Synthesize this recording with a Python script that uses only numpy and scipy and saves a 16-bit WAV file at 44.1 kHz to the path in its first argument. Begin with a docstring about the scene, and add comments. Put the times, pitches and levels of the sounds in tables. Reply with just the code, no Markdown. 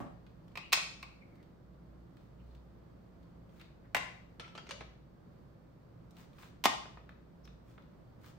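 """Refitting the dust cup of a handheld vacuum

With the motor off, the body bumps the desk as it is lifted. The plastic cup is unlatched, drawn out,
knocked against the body, nudged into its guides and snapped home. Each impact excites damped shell
resonances; stick-slip friction makes the fingers rub and the plastic creak, and the shell ticks in
the grip. A small bare room with a low hum reverberates around two spaced microphones."""
import sys
import numpy as np
from scipy import signal
from scipy.fft import rfft, irfft, next_fast_len
from scipy.io import wavfile
from scipy.ndimage import uniform_filter1d, map_coordinates

SR = 44100
rng = np.random.default_rng(int(sys.argv[2]) if len(sys.argv) > 2 else 0)


def master(y):
    """Save y as 16-bit WAV."""
    cut = np.clip(np.atleast_2d(y).T, -1, 1)
    pcm = np.round(cut * 32767)  # scale
    wavfile.write(sys.argv[1], SR, pcm.astype(np.int16))


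N = 369558

# Impacts of the catch. Each row: start in seconds, relative level in dB, brightness in dB.
CATCH_IMPACTS = [(.5547, -36.5, -12.5), (.5727, -30, -12), (.7214, -26.5, -6.5), (.7274, -16.5, 4.5),
                 (.7301, -14, 2), (.7368, -20, 6), (.774, -30, -25.5), (1.0275, -35.5, -11)]


def amp(db):
    """Amplitude ratio of a level in decibels."""
    return 10 ** (np.asarray(db) / 20)


def unit(x):
    """Normalisation to an rms of 1."""
    return x / np.sqrt(np.mean(x ** 2) + 1e-20)


def along(points, hz):
    """Interpolation of (Hz, value) points on a logarithmic frequency axis."""
    f, v = np.transpose(points)
    return np.interp(np.log(hz + 1), np.log(f + 1), v)


def humps(modes, hz):
    """Resonance curves in dB: one Lorentzian for each (centre in Hz, width in Hz, height in dB)."""
    return sum(db / (1 + (2 * (hz - centre) / width) ** 2) for centre, width, db in modes)


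def wobble(rate, size=N):
    """Smooth random modulation through rate knots a second."""
    knots = rng.standard_normal(int(size * rate / SR) + 4)
    return map_coordinates(knots, [np.arange(size) * rate / SR])


def swell(t, half_length):
    """A Gaussian envelope that peaks at t = 0."""
    return np.exp(-2 * np.minimum(np.abs(t / half_length), 10) ** 2)


def filtered(x, response):
    """Linear filtering: the spectrum is multiplied by a function of frequency."""
    size = next_fast_len(x.shape[-1] + SR // 4)
    hz = np.fft.rfftfreq(size, 1 / SR)
    return irfft(rfft(x, size) * response(hz), size)[..., :x.shape[-1]]


def minimum_phase(db):
    """The promptest causal response with these gains, found by folding the cepstrum."""
    cepstrum = irfft(np.log(amp(db)))
    half = len(cepstrum) // 2
    cepstrum[1:half] *= 2
    cepstrum[half + 1:] = 0
    return np.exp(rfft(cepstrum))


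def ripple_db(spectrum, bins=48):
    """Smoothed power of a stereo spectrum: its broad peaks and dips."""
    power = np.mean(np.abs(spectrum) ** 2, axis=0)
    return 10 * np.log10(np.abs(uniform_filter1d(power, bins)) + 1e-12)


def noise_pair(correlation, size):
    """Partial coherence: two white noises that follow (Hz, correlation) points."""
    def weights(hz):
        angle = np.arccos(np.clip(along(correlation, hz), -1, 1)) / 2
        return np.array([np.cos(angle), np.sin(angle)])
    mid, side = filtered(rng.standard_normal((2, size)), weights)
    return np.array([mid + side, mid - side])


def add(track, start, sound):
    """Superposition of a sound on the track from start, in seconds."""
    part = track[:, max(round(start * SR), 0):][:, :sound.shape[-1]]
    part += sound[..., :part.shape[-1]]


def contacts(impacts, colour, modes, gain_db, ring_s, pulse_share, treble_share, variety):
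    """Impact excitation: each contact is one sharp push plus the dense, damped ring of a shell."""
    size = 8192
    track, t, hz = np.zeros((2, N)), np.arange(size) / SR, np.fft.rfftfreq(size, 1 / SR)
    shape_db = along(colour, hz) + humps(modes, hz)
    # a bright contact gains treble and loses bass, a dull one the reverse
    tilt = along([(500, treble_share - 1), (2000, .00015), (7000, treble_share)], hz)
    # dispersion: bending waves carry treble faster than bass; 1 kHz arrives after 0.8 ms
    travel = np.exp(-4j * np.pi * .0008 * np.sqrt(1000 * hz))
    hardest_db = max(db for _, db, _ in impacts)
    for start, db, bright_db in impacts:
        # the harder the blow, the more of it is one clean push and the shorter it rings
        push = np.clip(pulse_share * amp(db - hardest_db), 0, .9)
        ring = noise_pair([(300, .6), (1200, .6), (3000, .36), (8000, .67)], size)
        ring *= amp(-60 * t / (ring_s * (1 - push)))
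        blow = np.sqrt(1 - push) * ring / np.linalg.norm(ring, axis=1, keepdims=True)
        blow[:, 0] += np.sqrt(push)
        spectrum = rfft(blow)
        # each spot has chance resonances: variety 0 evens them out, over 1 deepens them
        spot_db = (variety - 1) * ripple_db(spectrum)
        sound = irfft(spectrum * travel * minimum_phase(shape_db + bright_db * tilt + spot_db))
        add(track, start, amp(db + gain_db) * unit(sound) / np.sqrt(size))
    return track


def rasp(hz, width_hz, rough_db):
    """Frictional excitation: uneven slips sustain one resonance whose pitch may move."""
    slips = rng.standard_normal((2, 2, len(hz))) * amp(rough_db * wobble(40, size=len(hz)))
    in_phase, quadrature = filtered(slips, lambda f: 1 / (1 + 2j * f / width_hz) ** 2)
    phase = 2 * np.pi * np.cumsum(hz) / SR
    return unit(in_phase * np.cos(phase) + quadrature * np.sin(phase))


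def room(x, wet_db, build_s=.00095, left_bias_db=2.3):
    """Reverberation: bare walls return a diffuse tail that builds quickly and decays exponentially."""
    # Coherence of the tail. Each row: frequency in Hz, left-right correlation.
    correlation = [(130, .85), (300, 0.42), (700, -0.06), (1400, -.1), (3000, -.15), (10000, -.3)]
    # Reverberation time. Each row: frequency in Hz, seconds to fall 60 dB.
    t60 = [(120, 0.36), (400, 0.54), (1000, .5), (2500, .52), (5000, 0.52), (8000, 0.45), (14000, 0.32)]
    # Initial spectrum of the tail. Each row: frequency in Hz, relative level in dB.
    colour = [(120, -1.5), (300, -5.5), (700, 0), (1500, -1.5), (4000, 0.5), (8000, 0.5), (14000, -10)]
    hz, t, spectra = signal.stft(noise_pair(correlation, SR), SR, nperseg=256)
    fade_db = along(colour, hz)[:, None] - 60 * t / along(t60, hz)[:, None]
    tail = signal.istft(spectra * amp(fade_db), SR, nperseg=256)[1]
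    tail *= 1 - np.exp(-(np.arange(tail.shape[1]) / SR / build_s) ** 2)
    tail /= np.linalg.norm(tail, axis=1, keepdims=True)
    reflections = signal.fftconvolve(x, tail, axes=1)[:, :N]
    return x + amp(wet_db + left_bias_db * np.array([[.5], [-.5]])) * reflections


def room_tone(air_db=-57.5, hum_db=-4.5, flutter_db=4.0):
    """Background noise: a low rush and hum tones that waver in amplitude and phase."""
    # Spectrum of the rush. Each row: frequency in Hz, relative level in dB.
    colour = [(20, -20.5), (50, -9), (70, -6.5), (86, -12), (110, -7), (177, -5.5), (220, -10.5),
              (450, -18), (540, -16.5), (800, -24.5), (1200, -26.5), (2600, -41), (4300, -44),
              (7000, -51.5), (10500, -55.5), (13500, -53), (16000, -53)]
    # Coherence of the rush. Each row: frequency in Hz, left-right correlation.
    correlation = [(50, .72), (130, 0.88), (290, .35), (640, 0.025), (8000, 0.075), (14000, 0.043)]
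    # Faint electrical whines. Each row: centre in Hz, width in Hz, height in dB.
    whines = [(4523, 60, 7.5), (5070, 43, 2.5), (14300, 400, 3.5)]
    # Hum tones. Each row: frequency in Hz, relative level in dB.
    hum_tones = [(58.3, -60), (116.3, -64), (140.4, -72), (172.6, -65.5), (336, -73.5)]
    # Swell of the lowest tone. Each row: time in seconds, gain in dB.
    drone = [(0, -1), (1, -4.5), (2.3, 7), (3.2, 0), (4.9, 0.5), (5.4, -6), (6.2, -14.5), (6.8, 5),
             (8.38, -10)]
    t = np.arange(N) / SR
    air = filtered(noise_pair(correlation, N), lambda hz: amp(along(colour, hz) + humps(whines, hz)))
    tones = []
    for hz, db in hum_tones:
        envelope = np.sqrt(2) * amp(db + flutter_db * wobble(4.4))
        tones.append(envelope * np.sin(2 * np.pi * hz * t + wobble(5)))
    tones[0] *= amp(np.interp(t, *np.transpose(drone)))
    rush = amp(air_db + .5 * wobble(4.3)) * unit(air)
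    return (rush + amp(hum_db) * sum(tones)) * amp([[-.6], [.6]])


def desk_bump():
    """Impact on a panel: the body excites low resonances as it leaves the desk."""
    # The bump. Each row: start in seconds, relative level in dB, brightness in dB.
    impacts = [(.002, -25.5, 0.5)]
    # Spectral envelope. Each row: frequency in Hz, relative level in dB.
    colour = [(50, -18), (140, 1), (260, -1), (400, -9), (600, -5), (1300, -12.5), (2000, -23.5),
              (5000, -40.5), (15000, -44)]
    # Resonances. Each row: centre in Hz, width in Hz, height in dB.
    modes = [(132, 31, 7.9), (259.2, 91, 11), (573, 33, 4), (1154, 120, 4.6)]
    return contacts(impacts, colour, modes,
                    gain_db=14, ring_s=.12, pulse_share=.1, treble_share=.7, variety=.6)


def grip_ticks(strays_per_s=1.3, spread_db=2.5):
    """Stress release: the shell gives under the fingers in small ticks, the strays at random times."""
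    # Ticks. Each row: start in seconds, relative level in dB, brightness in dB.
    ticks = [(.265, -58, -9.5), (1.089, -70, -3), (2.169, -60.5, 3), (2.549, -61.5, 3), (3.597, -55.5, 0.5),
             (3.613, -51.5, 1), (6.108, -62.5, 35), (6.168, -56, 7.5), (6.384, -52.5, -12.5),
             (6.432, -48, -19), (6.856, -45, -29), (6.972, -45.5, -34), (7.092, -47, -18), (7.453, -58, 9),
             (7.476, -53.5, -14), (7.779, -48.5, -35), (8.243, -54, -15)]
    # Spectral envelope. Each row: frequency in Hz, relative level in dB.
    colour = [(100, -28), (350, -12), (800, -4), (1500, 0.5), (2600, -2), (4000, -2), (6000, -13),
              (9000, -18), (11500, -19.5), (14000, -18.5), (16000, -23)]
    # Resonances. Each row: centre in Hz, width in Hz, height in dB.
    modes = [(1270, 480, 3.6), (2500, 400, 3), (3630, 400, 3.4)]
    draws = rng.random((round(strays_per_s * N / SR), 3))
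    strays = [(when * N / SR, -65.5 + spread_db * (2 * force - 1), 5 + spread_db * (2 * edge - 1))
              for when, force, edge in draws]
    return contacts(ticks + strays, colour, modes,
                    gain_db=18.5, ring_s=.04, pulse_share=.3, treble_share=.72, variety=.98)


def catch_release():
    """Impulsive excitation: the pressed catch lets go in a cluster of clicks."""
    # Spectral envelope. Each row: frequency in Hz, relative level in dB.
    colour = [(80, -34.5), (250, -17), (700, -12), (1000, -5), (1750, -11), (2300, -4), (3100, -9.5),
              (4200, -5.5), (6000, -14.5), (9000, -19.5), (13000, -20), (16000, -21.5)]
    # Resonances. Each row: centre in Hz, width in Hz, height in dB.
    modes = [(700, 86, 4.5), (1180, 210, 5), (2240, 140, 4.5), (2550, 370, 10), (3690, 140, 2),
             (4080, 170, 3), (5180, 130, 4), (7000, 300, -0.5)]
    return contacts(CATCH_IMPACTS, colour, modes,
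                    gain_db=17.5, ring_s=.049, pulse_share=.08, treble_share=.76, variety=.93)


def cup_slide(start_hz=2920, sag_hz_per_s=1000):
    """Sliding friction: the withdrawing cup drives a shell resonance that sinks as the gap opens."""
    # Envelope of the slide. Each row: time in seconds, level in dB.
    envelope = [(.57, -70), (.64, -57), (.72, -76), (1.1, -75), (1.3, -76), (1.41, -77), (1.45, -99)]
    track, t, start = np.zeros((2, N)), np.arange(SR) / SR, envelope[0][0]
    level_db = np.interp(start + t, *np.transpose(envelope))
    add(track, start, amp(level_db) * rasp(start_hz - sag_hz_per_s * t, width_hz=320, rough_db=6.5))
    return track


def catch_spring(waver_rad=.94):
    """Free vibration: the spring rings on, slightly unsteadily, after the hardest blow of the catch."""
    # Spring modes. Each row: frequency in Hz, level in dB, seconds to fall 60 dB.
    modes = [(2320, -56, 0.99), (2457, -54, .55), (2670, -51, .5)]
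    track, t = np.zeros((2, N)), np.arange(SR) / SR
    start = max(CATCH_IMPACTS, key=lambda row: row[1])[0]
    for hz, db, t60 in modes:
        phase = 2 * np.pi * (hz * t + rng.random((2, 1)))  # its own phase at each microphone
        phase += waver_rad * wobble(60, size=SR)
        add(track, start, amp(db - 60 * t / t60) * np.sin(phase))
    return track


def finger_rubs():
    """Stick-slip friction: skin drags over the plastic in short, grainy swells."""
    # Strokes. Each row: peak time in seconds, half-length in seconds, level in dB.
    strokes = [(2.232, .1, -80), (2.5, .15, -80.5), (3.581, 0.1, -71), (6.206, 0.066, -63),
               (6.419, 0.068, -60.5), (6.477, 0.043, -73.5), (7.714, 0.077, -71), (8.27, 0.063, -60.5)]
    # Friction spectrum. Each row: frequency in Hz, relative level in dB.
    colour = [(200, -26), (1000, 8.5), (2500, 2), (5000, -3), (9000, -8.5), (11500, -8.5), (14000, -9),
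              (16000, 0)]
    t = np.arange(N) / SR
    envelope = sum(amp(db) * swell(t - peak, half_length) for peak, half_length, db in strokes)
    slips = noise_pair([(500, .6), (5000, .2)], N) * amp(3 * wobble(400))
    return envelope * unit(filtered(slips, lambda hz: amp(along(colour, hz))))


def shell_creaks():
    """Stick-slip under load: each squeeze briefly drives a broad resonance of one patch of shell."""
    # Creaks. Each row: peak time in seconds, half-length in seconds, level in dB, pitch in Hz.
    creaks = [(2.403, .02, -74, 2690), (2.518, 0.085, -76.5, 4120), (3.615, .02, -65, 2370),
              (3.642, 0.054, -75, 3780), (3.85, .035, -74.5, 1800), (4.445, 0.029, -56, 2320),
              (7.452, 0.014, -70, 5430)]
    track, t = np.zeros((2, N)), np.arange(-SR // 8, SR // 8) / SR
    for peak, half_length, db, hz in creaks:
        creak = rasp(np.full(len(t), hz), width_hz=900, rough_db=8.5)
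        add(track, peak + t[0], amp(db) * swell(t, half_length) * creak)
    return track


def cup_knocks():
    """Elastic collision: the cup strikes the body and rebounds."""
    # Knock and rebound. Each row: start in seconds, relative level in dB, brightness in dB.
    impacts = [(3.9467, -18, 2), (3.9657, -24, 2.5)]
    # Spectral envelope. Each row: frequency in Hz, relative level in dB.
    colour = [(80, -29.5), (270, -14.5), (380, -17.5), (600, -10.5), (1000, 1.5), (1280, -4.5), (2000, -1),
              (2800, -6.5), (4000, -15), (6000, -18.5), (10000, -24.5), (15000, -24.5)]
    # Resonances. Each row: centre in Hz, width in Hz, height in dB.
    modes = [(450, 340, 12), (722, 82, 7), (1555, 290, 1.1), (2050, 360, 6.6), (2360, 140, 3.1),
             (2750, 130, 7), (3750, 200, 4.8)]
    return contacts(impacts, colour, modes,
                    gain_db=18.5, ring_s=.047, pulse_share=.068, treble_share=.95, variety=.3)


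def guide_chatter(flight_s=.0075, scatter=.2, flight_ratio=.44, loss_db=9):
    """Inelastic bouncing: a rib catches in its rail and rebounds twice, each time sooner and weaker."""
    # First contacts. Each row: start in seconds, relative level in dB, brightness in dB.
    catches = [(4.397, -38, 1.5), (4.478, -51.5, -3), (4.5517, -42.5, -2), (4.5772, -39.5, -7),
               (4.6677, -48.5, -4), (4.691, -41, 3), (4.709, -34.5, 8.5), (4.8072, -39, -15.5)]
    # Spectral envelope. Each row: frequency in Hz, relative level in dB.
    colour = [(80, -15), (300, -2), (500, 1.5), (800, -2.5), (1200, -2.5), (1900, -4), (2800, -2.5),
              (4000, -8.5), (6000, -12.5), (7500, -22), (11000, -29), (15000, -41)]
    # Resonances. Each row: centre in Hz, width in Hz, height in dB.
    modes = [(563, 32, 1.7), (1307, 36, 5.9), (2340, 340, 2.8), (3360, 130, 1.3), (4240, 370, 3.8)]
    impacts = []
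    for start, db, bright_db in catches:
        flight = flight_s * np.exp(scatter * rng.standard_normal())
        for bounce in range(3):
            impacts.append((start, db - loss_db * bounce, bright_db))
            start += flight * flight_ratio ** bounce
    return contacts(impacts, colour, modes,
                    gain_db=20, ring_s=.052, pulse_share=.12, treble_share=.68, variety=1.36)


def rib_buzz():
    """Damped vibration: a thin rib slips free and buzzes at a pitch set by how far the cup is in."""
    # Slips. Each row: start in seconds, pitch in Hz, level in dB, seconds to fall 60 dB.
    slips = [(4.398, 1330, -52.5, 0.66), (4.58, 3240, -59.5, 0.25), (4.712, 551, -48.5, 0.37)]
    track, t = np.zeros((2, N)), np.arange(SR // 2) / SR
    for start, hz, db, t60 in slips:
        buzz = rasp(np.full(len(t), hz), width_hz=74, rough_db=1)
        add(track, start, amp(db - 60 * t / t60) * buzz)
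    return track


def cup_lock():
    """Snap action: the hook rides over its ramp and the cup slams home, exciting the shell."""
    # Hook and seat contacts. Each row: start in seconds, relative level in dB, brightness in dB.
    impacts = [(6.6395, -20, 14.5), (6.652, -19.5, 17), (6.6555, -8.5, -4.5), (6.6608, -26.5, -5)]
    # Spectral envelope. Each row: frequency in Hz, relative level in dB.
    colour = [(70, -35.5), (140, -17.5), (270, -5.5), (450, -14.5), (750, -3.5), (1050, 0), (1550, -14.5),
              (2100, -6), (3500, -13.5), (5500, -16.5), (9000, -26), (13000, -24), (16000, -32.5)]
    # Resonances. Each row: centre in Hz, width in Hz, height in dB.
    modes = [(138, 19, 7.5), (314.5, 70, 4.5), (697, 27, 2.4), (910, 120, 4.1), (1142, 160, 2.8),
             (1876, 52, 12), (2936, 110, 5.5), (3540, 290, 6.7)]
    return contacts(impacts, colour, modes,
                    gain_db=16, ring_s=.063, pulse_share=.34, treble_share=.3, variety=.43)


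def scene():
    """Superposition: reverberant impacts and friction, the dry spring and ribs, and the room tone."""
    impacts = room(catch_release(), wet_db=-5)
    impacts += room(cup_knocks(), wet_db=-5.5)
    impacts += room(guide_chatter(), wet_db=-5.5)
    impacts += room(cup_lock(), wet_db=-6.5)
    impacts += room(grip_ticks(), wet_db=-4.5)
    impacts += room(desk_bump(), wet_db=2)
    friction = room(finger_rubs() + cup_slide() + shell_creaks(), wet_db=-5)
    return impacts + friction + catch_spring() + rib_buzz() + room_tone()


def record(dry):
    """Frequency response: the microphone pair colours the top octave and cuts off steeply above it."""
    # Notch and peak of the channels' sum. Each row: centre in Hz, width in Hz, gain in dB.
    mid_colour = [(11260, 900, -21), (14100, 1500, 2.5)]
    # Peak and notch of left minus right. Each row: centre in Hz, width in Hz, gain in dB.
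    side_colour = [(11600, 2000, 4), (14500, 1400, -21)]
    cutoff_hz = 15850
    left, right = dry / 2
    mid = filtered(left + right, lambda hz: amp(humps(mid_colour, hz)))
    side = filtered(left - right, lambda hz: amp(humps(side_colour, hz)))
    return filtered(np.array([mid + side, mid - side]), lambda hz: 1 / (1 + (hz / cutoff_hz) ** 120))


dry = scene()
out = record(dry)
master(out)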